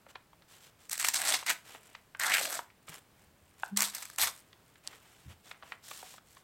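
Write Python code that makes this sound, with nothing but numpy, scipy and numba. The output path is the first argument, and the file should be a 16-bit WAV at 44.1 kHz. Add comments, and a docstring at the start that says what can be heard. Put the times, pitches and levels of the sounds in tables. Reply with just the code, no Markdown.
"""Faint pops and slides of paper come first, over a quiet room's rumble and hiss; then three goes of tearing.
An envelope is torn by hand on a cloth-covered table: fibres snap in clumps and ring sheet and flap.
Between and after the rips, patches buckle as struck modes plus a noise crack, and strokes slide as dense grains.
A fingertip clicks, knocks and judders; soft table bumps and fine crease ticks join in; a phone hears it close by."""
import sys
import numpy as np
from scipy import signal
from scipy.fft import rfft, irfft
from scipy.io import wavfile
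from scipy.ndimage import uniform_filter1d
from numba import njit

SR = 44100
rng = np.random.default_rng(int(sys.argv[2]) if len(sys.argv) > 2 else 0)


def output_pcm(signal):
    """Save a mono or channel-first signal as 16-bit PCM at the path in sys.argv[1].

    Samples are clipped to [-1, 1] before scaling.
    """
    pcm = np.clip(np.atleast_2d(signal).T, -1, 1) * 32767
    wavfile.write(sys.argv[1], SR, np.round(pcm).astype(np.int16))


N = 283563
T_S = np.arange(N) / SR
TOP_HZ = 16000  # upper edge of the pickup

# Tables: levels are nominal, before the mix trims and filters in the functions.
# pulls: t/s, move to second level/s, fade/s, first level/dB, second level/dB, fizz/dB, flap/dB, sheet f/Hz,
# flap f/Hz, sheet bandwidth/f, coarse-fibre share (0-1), top of the fizz/dB
PULLS = [(0.909, 0.021, .12, -48.5, -44.5, 9.5, -13, 1950, 1100, .3, .8, -5),
         (0.991, 0.1, 0.049, -40.5, -41.5, 8, -7.5, 2000, 1040, .6, 0.8, -2.5),
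         (1.135, 0.03, 0.043, -42, -37, 9.5, -6.5, 1850, 910, .6, 0.6, -7),
         (1.176, 0.12, 0.07, -44.5, -34.5, 8, -4.5, 1750, 860, .7, 0.6, -3),
         (1.305, 0.042, 0.046, -36.5, -31, 6, -5.5, 1850, 855, 1.1, 0.1, -10),
         (1.370, .01, 0.12, -48, -46.5, 3, -7, 1900, 850, .9, .5, -2),
         (1.462, .042, 0.036, -44, -26, 1, -8.5, 2080, 790, .45, .2, -1),
         (2.195, 0.12, .07, -38, -31, -0.5, -6, 1640, 1000, .22, .5, 1),
         (2.318, 0.027, .1, -32.5, -25.5, -0.5, -14.5, 2120, 763, .33, 0.4, 0.5),
         (2.385, 0.039, 0.17, -41, -41.5, 7.5, 0.5, 1800, 600, .9, .55, 3),
         (2.470, 0.1, .07, -40.5, -42, 0.5, -6, 1280, 630, .45, 0.5, 0.5),
         (3.764, 0.056, 0.11, -42, -35, 7, -3.5, 1850, 1060, .6, 0.7, -2),
         (3.935, .016, 0.22, -50.5, -49, 5, -6.5, 1780, 1000, .6, .35, 1),
         (4.020, 0.009, 0.11, -53.5, -51.5, 5.5, -3.5, 1810, 1000, .6, 0.6, 0),
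         (4.182, 0.053, .07, -40.5, -32.5, 7, -3, 1580, 1150, .55, .08, 7),
         (4.262, 0.02, 0.034, -41.5, -39.5, 3.5, 1, 1680, 1050, .6, .12, -0.5)]
# sharp snaps (fibre bundles giving way; near 2.9 s a fingertip's stick-slip clicks):
# t/s, peak level/dB, treble/dB, 60 dB fade/ms
SNAPS = [(0.895, -24.5, 8, 5), (0.912, -22, 12, 8), (0.917, -19, 6, 10), (0.929, -17.5, 8, 18),
         (0.977, -23, 2, 12), (0.996, -14, 6, 42), (1.045, -9.5, -9, 26), (1.084, -9, 2, 14),
         (1.142, -15, 1, 18), (1.158, -21, 4, 40), (1.216, -15, 0, 8), (1.251, -18.5, 1, 4),
         (1.339, -16.5, -13, 30), (1.463, -16.5, -4, 23), (1.494, -12, -3, 6), (1.5, -10.5, -8, 9),
         (2.196, -16, -1, 16), (2.234, -16, -6, 17), (2.296, -22, 2, 13), (2.338, -15, -11, 8),
         (2.368, -14, -13, 19), (2.382, -17, -2, 18), (2.393, -18.5, 12, 15.5), (2.452, -19.5, -12, 26),
         (2.525, -19, 0, 20), (2.886, -32, -7, 5), (2.892, -33.5, -2, 11), (2.941, -37, 3, 8),
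         (3.771, -9.5, 8, 23), (3.805, -10.5, 7, 5), (3.82, -10.5, 4.5, 8.5), (3.829, -14, -4, 11),
         (3.948, -17, 6.5, 30), (4.024, -21.5, 0, 32), (4.053, -27, 0, 8), (4.099, -31.5, 8, 11),
         (4.16, -29, 7, 3), (4.183, -14.5, -5, 21), (4.233, -14, -9, 38), (4.272, -17.5, 6, 25)]
# buckling patches: t/s, peak level/dB, ring f/Hz, crack level re pop/dB
POPS = [(0.065, -48, 613, 0.5), (0.156, -38, 1010, 4.5), (0.331, -49, 910, -6), (0.422, -49, 2400, 1),
        (1.427, -39.5, 820, 3), (1.748, -38.5, 860, -1.5), (1.95, -35.5, 2480, -0.5),
        (2.149, -33, 1620, -10), (2.382, -16.5, 2400, -21), (2.591, -25, 945, -7), (2.702, -47, 2310, -2),
        (2.881, -40, 1160, 0), (2.927, -39, 1600, -12.5), (4.099, -39, 1650, -12), (4.53, -45, 3400, -2),
        (4.757, -49.5, 1800, 1), (4.93, -45.5, 1990, 3.5), (5.513, -29.5, 2390, -6), (5.625, -38, 1180, -7),
        (5.631, -39.5, 1080, -6.5), (5.721, -26, 1840, -12.5), (5.912, -35, 1144, -1),
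        (6.028, -38.5, 716, -5), (6.139, -43, 970, -6), (6.181, -44.5, 1260, -2), (6.369, -46, 1090, 1)]
# paper slides on paper and cloth: t/s, length/s, rustle/dB, hiss/dB, crinkle/dB
STROKES = [(0.085, 0.034, -54, -59.5, -74), (0.478, 0.12, -60.5, -59.5, -66),
           (0.595, .11, -61.5, -58.5, -80), (0.785, 0.1, -63, -63.5, -66), (1.639, 0.15, -52, -55.5, -61),
           (1.77, 0.24, -63, -69, -68), (2.868, 0.13, -52, -56, -52), (3.578, 0.13, -62, -61.5, -51.5),
           (4.09, 0.082, -83, -74, -60), (4.30, 0.14, -71, -70, -60.5), (4.831, 0.16, -54.5, -60.5, -65),
           (4.964, 0.35, -65, -66.5, -77), (5.282, 0.063, -58, -61.5, -74), (5.436, 0.1, -59.5, -58, -68),
           (5.628, 0.13, -57.5, -62.5, -71), (5.824, 0.2, -53.5, -49.5, -53),
           (5.971, 0.22, -58.5, -54, -56), (6.249, 0.18, -72, -65.5, -65)]
# restless held paper between strokes: rustle/dB, hiss/dB, crinkle/dB
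FIDGET_DB = (-76, -90, -77)
# fine creases ticking: t/s, peak level/dB, f/Hz
TICKS = [(2.171, -44, 7500), (3.661, -37.5, 6040), (4.869, -40, 5460), (4.875, -19, 4700),
         (4.8853, -44, 4500)]
# finger knock on the pressed sheet: t/s, peak level/dB, ring f/Hz
KNOCK = (3.6335, -18, 1537)
# soft bumps on the table: t/s, peak level/dB, ring f/Hz
BUMPS = [(2.893, -38, 158), (3.272, -54, 80.6), (3.419, -52.5, 84.5), (4.22, -46.5, 82),
         (5.258, -37, 127.4), (5.271, -37.5, 83), (5.306, -43, 105)]
# modes of a buckling patch: multiple of its pitch, level/dB, 60 dB fade/cycles
PATCH_MODES = [(.54, 0, 10), (.74, -3, 25.5), (1, 6, 27), (1.3, 7.5, 10), (1.8, 4.5, 8.5)]
# modes of the knock: multiple of its pitch, level/dB, 60 dB fade/cycles
KNOCK_MODES = [(.54, -5, 11), (.66, -9, 9), (1, -3, 20), (1.75, -10, 18), (2.3, -14, 22)]
# modes of the padded table: multiple of its pitch, level/dB, 60 dB fade/cycles
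TABLE_MODES = [(1, 12, 19.5), (1.45, 1, 20), (2.1, 6.5, 23.5)]
# spectrum of the taut sheet's drive: f/Hz, level/dB
SHEET_SPECTRUM = [(300, -41), (900, -13.5), (1400, 1.5), (2500, 3), (3300, -4), (5000, -29.5)]
# spectrum of bright fibre fizz and friction hiss: f/Hz, level/dB
FIZZ_SPECTRUM = [(300, -51), (1200, -23.5), (2600, -14), (3500, 2), (6000, 1), (8000, 1), (10000, -5),
                 (13000, -3.5), (16000, -11)]
# spectrum of the loose flap's drive: f/Hz, level/dB
FLAP_SPECTRUM = [(120, 2), (300, 4), (450, -5), (650, 2.5), (1150, -1), (1700, -3.5), (3500, -25)]
# spectrum of a sharp snap: f/Hz, level/dB
CRACK_SPECTRUM = [(100, 0.5), (400, -13.5), (800, -4.5), (2000, 3), (3000, 1), (6000, -8.5), (10000, -17),
                  (16000, -15)]
# spectrum of a buckling crack: f/Hz, level/dB
BUCKLE_SPECTRUM = [(100, -28), (450, -4.5), (900, 2), (1800, 3), (3500, 2), (7000, -7.5), (15000, -22)]
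# spectrum of sliding rustle and shivering sheet: f/Hz, level/dB
RUSTLE_SPECTRUM = [(60, -33.5), (230, -10), (800, -2.5), (1900, -1), (3000, -5), (6000, -47.5)]
# spectrum of crinkling creases: f/Hz, level/dB
CRINKLE_SPECTRUM = [(200, -11), (800, -4.5), (1800, 2.5), (3500, -4.5), (7500, -1), (11000, -1.5),
                    (16000, -8.5)]
# spectrum of the quiet room: f/Hz, level/dB
QUIET_SPECTRUM = [(25, -16), (59, -7.5), (107, -3.5), (178, -6), (253, -10), (450, -12), (1450, -17),
                  (5280, -26), (8200, -30.5), (15500, -27.5)]
# left-right spread of the treble: t/s, side gain/dB
SPREAD = [(1.1, -10), (2.3, -44), (3.8, -24), (4.05, -5.5), (4.22, -41), (4.9, -19.5), (5.8, -44)]

# a pull drops FADE_DB over its fade time; its colours hold at ring level EASY_DB
FADE_DB, EASY_DB = 27, -39
# per dB of harder pull: sheet pitch rise, and fizz and flap growth (below 1: the sheet takes over)
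TIGHTEN_OCT_PER_DB, FIZZ_DB_PER_DB, FLAP_DB_PER_DB = 0.018, 0.83, 0.89
LEAD_S = .02  # creaking ahead of a burst
# a pop's crack is low-passed at this multiple of its ring, at most CRACK_TOP_HZ
CRACK_REACH, CRACK_TOP_HZ = 3.5, 4600
# sheet shiver after a pop: level re pop, 60 dB fade, grain rate
SHIVER_DB, SHIVER_T60_S, SHIVER_PER_S = -17, 0.27, 900
# fingertip judder: start, rise, rms level at the end of the rise, then fade rate
JUDDER_S, JUDDER_RISE_S, JUDDER_DB, JUDDER_FADE_DB_PER_S = 3.705, 0.027, -36.5, 160
# slip rate: first, last, time between
JUDDER_HZ, JUDDER_FAST_HZ, JUDDER_SPEEDUP_S = 194, 204.3, .07
QUIET_DB = -65.5  # mean rms level of the room


def rips(flap_width=0.41, shimmer_db=3.5, full_per_s=2600, full_db=-30, rate_power=.9, wander_db=0.87,
         top_hz=12500, top_width=.45):
    """The running tear drives the taut sheet, the loose flap and a bright fizz at its tip."""
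    sheet, fizz, flap = np.zeros((3, N))
    # at rest the sheet keeps the tuning of the first pull
    tuning = np.tile(np.array(PULLS[0][7:], float), (N, 1))
    for gain, (fizz_db, flap_db, *tone) in pulling():
        force = np.abs(gain) / undb(EASY_DB)
        # the strongest pull sets resonances and grain
        tuning[force > sheet] = tone
        sheet = np.maximum(sheet, force)
        fizz = np.maximum(fizz, undb(fizz_db) * force ** FIZZ_DB_PER_DB)
        flap = np.maximum(flap, undb(flap_db) * force ** FLAP_DB_PER_DB)
    sheet_hz, flap_hz, width, coarse_share, top_db = tuning.T
    force_db = 20 * np.log10(np.maximum(sheet, .5))
    sheet_hz = sheet_hz * 2 ** (TIGHTEN_OCT_PER_DB * force_db)

    # a slow tear breaks into single snaps, a fast one runs together
    snaps_per_s = 300 + full_per_s * (sheet * undb(EASY_DB - full_db)) ** rate_power
    coarse = crackle(snaps_per_s, spread_db=4.0, clump_db=1.8, clump_hz=270, ring_s=0.005, ring_share=.8)
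    fine = crackle(9000, spread_db=2.8, clump_db=2.1, clump_hz=330, ring_s=0.0065, ring_share=1.1)
    fibres = np.sqrt(coarse_share) * coarse + np.sqrt(1 - coarse_share) * fine

    taut_hz = sheet_hz * undb(wander_db * walk(45))
    taut = resonance(colour(fibres, SHEET_SPECTRUM), taut_hz, width) / np.sqrt(width)
    loose_hz = flap_hz * undb(wander_db * walk(30))
    loose = resonance(colour(fibres, FLAP_SPECTRUM), loose_hz, flap_width)

    # the bending paper beams each part of the treble a different way from moment to moment
    beams = np.zeros(N)
    for hz in (3900, 5670, 8860, 11500):
        shimmer = undb(shimmer_db * walk(60))
        beams += shimmer * resonance(fibres, hz * undb(0.17 * walk(20)), 0.56)
    tip = unit(colour(beams, FIZZ_SPECTRUM))
    tip = tip + (undb(top_db) - 1) * resonance(tip, top_hz, top_width)
    mix = sheet * unit(taut) + undb(-3) * fizz * tip + undb(-1.42) * flap * unit(loose)
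    return undb(EASY_DB) * mix


def pulling():
    """Each pull starts at once, moves up or slightly down to its second level, then fades; yields gain, tone."""
    for start_s, move_s, fade_s, first_db, second_db, *tone in PULLS:
        times_s = start_s + np.cumsum([0, move_s, fade_s])
        yield gain_curve(times_s, [first_db, second_db, second_db - FADE_DB]), tone


def stalls(depth=0.22, hold_s=0.021):
    """Something catches before each sharp snap: the gain of the tear dips, deepest just ahead of it."""
    caught = np.zeros(N)
    for s, *_ in SNAPS:
        add(caught, s - 0.76 * hold_s, np.hanning(int(hold_s * SR)))
    return 1 - np.clip(depth * caught, 0, 1)


def crackle(per_s, spread_db, clump_db, clump_hz, ring_s, ring_share):
    """Clicks come in clumps, a few much louder than the rest, and ring the sheet."""
    size_db = spread_db * np.minimum(rng.exponential(size=N), 4)
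    struck = rng.random(N) < per_s / SR
    clicks = struck * rng.choice([-1, 1], N) * undb(size_db + clump_db * walk(clump_hz))
    out = clicks + ring_share * on_sheet(clicks, ring_s)
    # the hand feeds in energy steadily, however it is shared among the clicks
    power = np.abs(uniform_filter1d(out ** 2, size=1000))
    return out / np.sqrt(power + 1e-9)


def on_sheet(clicks, ring_s, count=5):
    """Clicks land at several places on the sheet, each with its own brief ring."""
    place = rng.integers(count, size=N)
    return sum(signal.oaconvolve(clicks * (place == k), burst(ring_s, .02))[:N] for k in range(count))


def snaps(tick=0.42, gain_db=-2, rise_s=.0015, low_hz=420):
    """Fibre bundles, or near 2.9 s a sticking fingertip, strain, then let go with a tick and a noise burst."""
    out = np.zeros(N)
    for s, db, treble_db, fade_ms in SNAPS:
        run = give_way(fade_ms / 1000, lead_s=0.0022, lead_db=-17)
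        run[int(LEAD_S * SR)] += tick
        crack = colour(run, CRACK_SPECTRUM) + undb(treble_db - 2.5) * colour(run, FIZZ_SPECTRUM)
        add(out, s + rise_s - LEAD_S, undb(db + gain_db) * peak_1(crack))
    # a snap is too small to push out any bass
    return signal.sosfilt(signal.butter(2, low_hz, "high", fs=SR, output="sos"), out)


def give_way(t60_s, lead_s, lead_db):
    """Growing creaks lead into a burst, which starts after LEAD_S."""
    t = np.arange(-int(LEAD_S * SR), 0) / SR
    main = burst(t60_s, 0.055)
    creak = rng.standard_normal(len(t)) * np.exp(t / lead_s) * undb(lead_db) * np.abs(main).max()
    return np.r_[creak, main]


def pops(t60_s=0.031, gain_db=-1.5, low_hz=380, settle_s=0.0025, settle_db=-9.0, settle_count=3):
    """A patch of paper flips over and settles: its modes ring, the highest dying soonest."""
    out = np.zeros(N)
    for s, db, hz, crack_db in POPS:
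        crack = colour(give_way(t60_s, lead_s=.0022, lead_db=-15), BUCKLE_SPECTRUM)
        dull_hz = min(CRACK_REACH * hz, CRACK_TOP_HZ)
        crack = signal.sosfilt(signal.butter(3, dull_hz, fs=SR, output="sos"), crack)
        add(out, s - LEAD_S, undb(db + crack_db) * peak_1(crack))
        add(out, s, undb(db + gain_db) * ring(PATCH_MODES, hz, jitter=0.034))
        # neighbouring creases follow, progressively weaker, each at its own delay and pitch
        for k in range(1, settle_count + 1):
            delay_s = settle_s * k ** 2 * rng.uniform(0.44, 1.5)
            add(out, s + delay_s, undb(db + k * settle_db) * ring(PATCH_MODES, hz, jitter=0.15))
        # the sheet shivers on in scattered grains
        shiver = burst(SHIVER_T60_S, .2)
        grains = shiver * (rng.random(len(shiver)) < SHIVER_PER_S / SR)
        add(out, s, undb(db + SHIVER_DB) * peak_1(colour(grains, RUSTLE_SPECTRUM)))
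    # a small patch radiates hardly any bass
    return signal.sosfilt(signal.butter(2, low_hz, "high", fs=SR, output="sos"), out)


def sliding(crinkle_per_s=170, crinkle_spread_db=5, swell=0.59, fidget_db=3, waver_db=1.5):
    """Each stroke swells and fades: fine friction grains, with lone ticks from the creases."""
    grains = crackle(12000, spread_db=3.5, clump_db=2.0, clump_hz=140, ring_s=0.0031, ring_share=1.1)
    sizes = undb(crinkle_spread_db * np.minimum(rng.exponential(size=N), 2))
    creases = on_sheet((rng.random(N) < crinkle_per_s / SR) * sizes, ring_s=0.01, count=8)
    # held paper never lies quite still
    rustle, hiss, crinkle = undb(FIDGET_DB)[:, None] * undb(fidget_db * walk(9.6))
    for start_s, length_s, *levels_db in STROKES:
        envelope = np.abs(np.sin(np.linspace(0, np.pi, int(length_s * SR)))) ** swell
        for gain, db in zip((rustle, hiss, crinkle), levels_db):
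            add(gain, start_s, undb(db) * envelope)
    out = undb(-4.5 + waver_db * walk(45)) * rustle * unit(colour(grains, RUSTLE_SPECTRUM))
    out += undb(-3.5) * hiss * unit(colour(grains, FIZZ_SPECTRUM))
    out += undb(-4.0) * crinkle * unit(colour(creases, CRINKLE_SPECTRUM))
    return out


def ticks(width=1.1, ring_share=.45, t60_s=0.009, body_db=-17):
    """A tiny crease flicks over: one thin, bright click that barely stirs the sheet."""
    out = np.zeros(N)
    for s, db, hz in TICKS:
        flick = ring_share * burst(t60_s, .03)
        flick[0] += 1
        click = resonance(resonance(flick, hz, width), hz, width)
        click = click + undb(body_db) * colour(flick, BUCKLE_SPECTRUM)
        add(out, s, undb(db) * peak_1(click))
    return out


def knock(low_hz=450, contact_hz=3500, press_s=0.0011):
    """One hollow knock of a soft fingertip on the table through the paper: modes with a softened onset."""
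    out = np.zeros(N)
    s, db, hz = KNOCK
    tap = ring(KNOCK_MODES, hz, jitter=.01)
    tap = tap * (1 - np.exp(-np.arange(len(tap)) / SR / press_s))
    add(out, s, undb(db) * peak_1(tap))
    return signal.sosfilt(signal.butter(2, [low_hz, contact_hz], "band", fs=SR, output="sos"), out)


def judder(overtone_db=-28):
    """A dragged fingertip catches and slips ever faster: a nearly pure tone that dies away."""
    age_s = np.maximum(T_S - JUDDER_S, 0)
    slip_hz = np.interp(age_s, [0, JUDDER_SPEEDUP_S], [JUDDER_HZ, JUDDER_FAST_HZ])
    phase = 2 * np.pi * np.cumsum(slip_hz) / SR
    rise = np.minimum(age_s / JUDDER_RISE_S, 1) ** 2
    fade_db = JUDDER_FADE_DB_PER_S * np.maximum(age_s - JUDDER_RISE_S, 0)
    grip = rise * undb(JUDDER_DB - fade_db)
    return np.sqrt(2) * grip * (np.sin(phase) + undb(overtone_db) * np.sin(2 * phase))


def bumps():
    """Dull bumps: the padded table's modes, muffled by the tablecloth."""
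    out = np.zeros(N)
    cloth = [(30, -16), (70, -3.5), (200, -8.5), (400, -16), (1500, -43)]
    for s, db, hz in BUMPS:
        add(out, s, undb(db) * colour(ring(TABLE_MODES, hz, jitter=0.012), cloth))
    return out


def room(x, t60_s=0.27, wet_db=-12, gap_s=.006):
    """Nearby walls return a short, slightly dull tail."""
    tail = colour(burst(t60_s, 0.42), [(100, 5.0), (700, 1.5), (6000, -2.5), (16000, -2.5)])
    delayed_tail = np.r_[np.zeros(int(gap_s * SR)), tail]
    return x + undb(wet_db) * signal.fftconvolve(x, delayed_tail)[:N]


def background():
    """Low room rumble and faint hiss: coloured noise with a slowly wandering level."""
    return undb(QUIET_DB + .5 * walk(4.38)) * unit(colour(rng.standard_normal(N), QUIET_SPECTRUM))


def undb(db):
    """Decibels to gain."""
    return 10 ** (np.asarray(db) / 20)


def unit(x):
    """Scale to rms 1."""
    return x / np.sqrt(np.mean(x ** 2))


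def peak_1(x):
    """Scale to peak 1."""
    return x / np.abs(x).max()


def gain_curve(times_s, db):
    """Gain along a dB curve, silent outside it, edges smoothed."""
    gain, inside = np.zeros(N), (T_S >= times_s[0]) & (T_S <= times_s[-1])
    gain[inside] = undb(np.interp(T_S[inside], times_s, db))
    return uniform_filter1d(gain, size=160)


def add(track, s, sound):
    """Mix a sound in at time s."""
    start = max(int(s * SR), 0)
    track[start:start + len(sound)] += sound[:N - start]


def colour(x, spectrum):
    """Causal minimum-phase filter with the given (f/Hz, level/dB) shape, via the folded cepstrum."""
    size = 1024
    hz, db = np.transpose(spectrum)
    grid_hz = np.linspace(1, SR / 2, size + 1)
    cepstrum = irfft(np.log(undb(np.interp(np.log(grid_hz), np.log(hz), db))))
    cepstrum[1:size] *= 2
    cepstrum[size + 1:] = 0
    return signal.oaconvolve(x, irfft(np.exp(rfft(cepstrum))))[:len(x)]


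def walk(rate_hz):
    """Random wander between rate_hz knots a second, spread near 1."""
    knots = rng.standard_normal(int(N / SR * rate_hz) + 2)
    return np.interp(T_S * rate_hz, np.arange(len(knots)), knots) * np.sqrt(3 / 2)


def burst(t60_s, length_s):
    """Noise that dies away, with unit energy."""
    t = np.arange(int(length_s * SR)) / SR
    noise = rng.standard_normal(len(t)) * np.exp(-np.log(1000) * t / t60_s)
    return noise / np.sqrt(np.sum(noise ** 2))


def ring(modes, hz, jitter):
    """Struck modes of alternating sign that fade after so many cycles; peak 1."""
    t = np.arange(SR // 4) / SR
    out = np.zeros(len(t))
    for k, (ratio, db, cycles) in enumerate(modes):
        mode_hz = min(hz * ratio * (1 + jitter * rng.standard_normal()), TOP_HZ)
        fade = np.exp(-np.log(1000) * mode_hz * t / cycles)
        out += (-1) ** k * undb(db) * np.sin(2 * np.pi * mode_hz * t) * fade
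    return peak_1(out)


def resonance(x, hz, width):
    """Band-pass with a fixed or moving centre; width is a share of the centre."""
    return sweep(x, hz * np.ones(len(x)), width * np.ones(len(x)))


@njit
def sweep(x, hz, width):
    """State-variable band-pass, tuned anew at every sample."""
    y, band, low = np.empty(len(x)), 0., 0.
    for i in range(len(x)):
        g = np.tan(np.pi * hz[i] / SR)
        v = (band + g * (x[i] - low)) / (1 + g * (g + width[i]))
        band = 2 * v - band
        low = low + 2 * g * v
        y[i] = width[i] * v
    return y


def scene(hiss_side_db=-12):
    """All sources sit centrally; a decorrelated copy of the paper's treble, and faint hiss, widen left and right."""
    paper = room(rips() * stalls() + snaps() + pops() + knock() + sliding()) + ticks()
    mid = paper + judder() + bumps() + background()
    decorrelated = signal.fftconvolve(paper, burst(.006, .02))[:N]
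    treble = colour(decorrelated, [(1000, -41.5), (2800, -64.5), (4800, -9.0), (8000, -5.5), (14000, 3.5)])
    side = undb(np.interp(T_S, *np.transpose(SPREAD))) * treble
    side += undb(hiss_side_db) * colour(background(), [(60, -20.5), (300, -10.5), (15000, -2.5)])
    return np.array([mid + side, mid - side])


def record(dry, port_hz=8100, port_q=6, port_gain=0.7):
    """The microphone port rings in the treble; the top is cut steeply."""
    port = signal.lfilter(*signal.iirpeak(port_hz, port_q, fs=SR), dry)
    steep_cut = signal.ellip(10, .2, 80, TOP_HZ, fs=SR, output="sos")
    return signal.sosfilt(steep_cut, dry + port_gain * port)


dry = scene()
out = record(dry)
output_pcm(out)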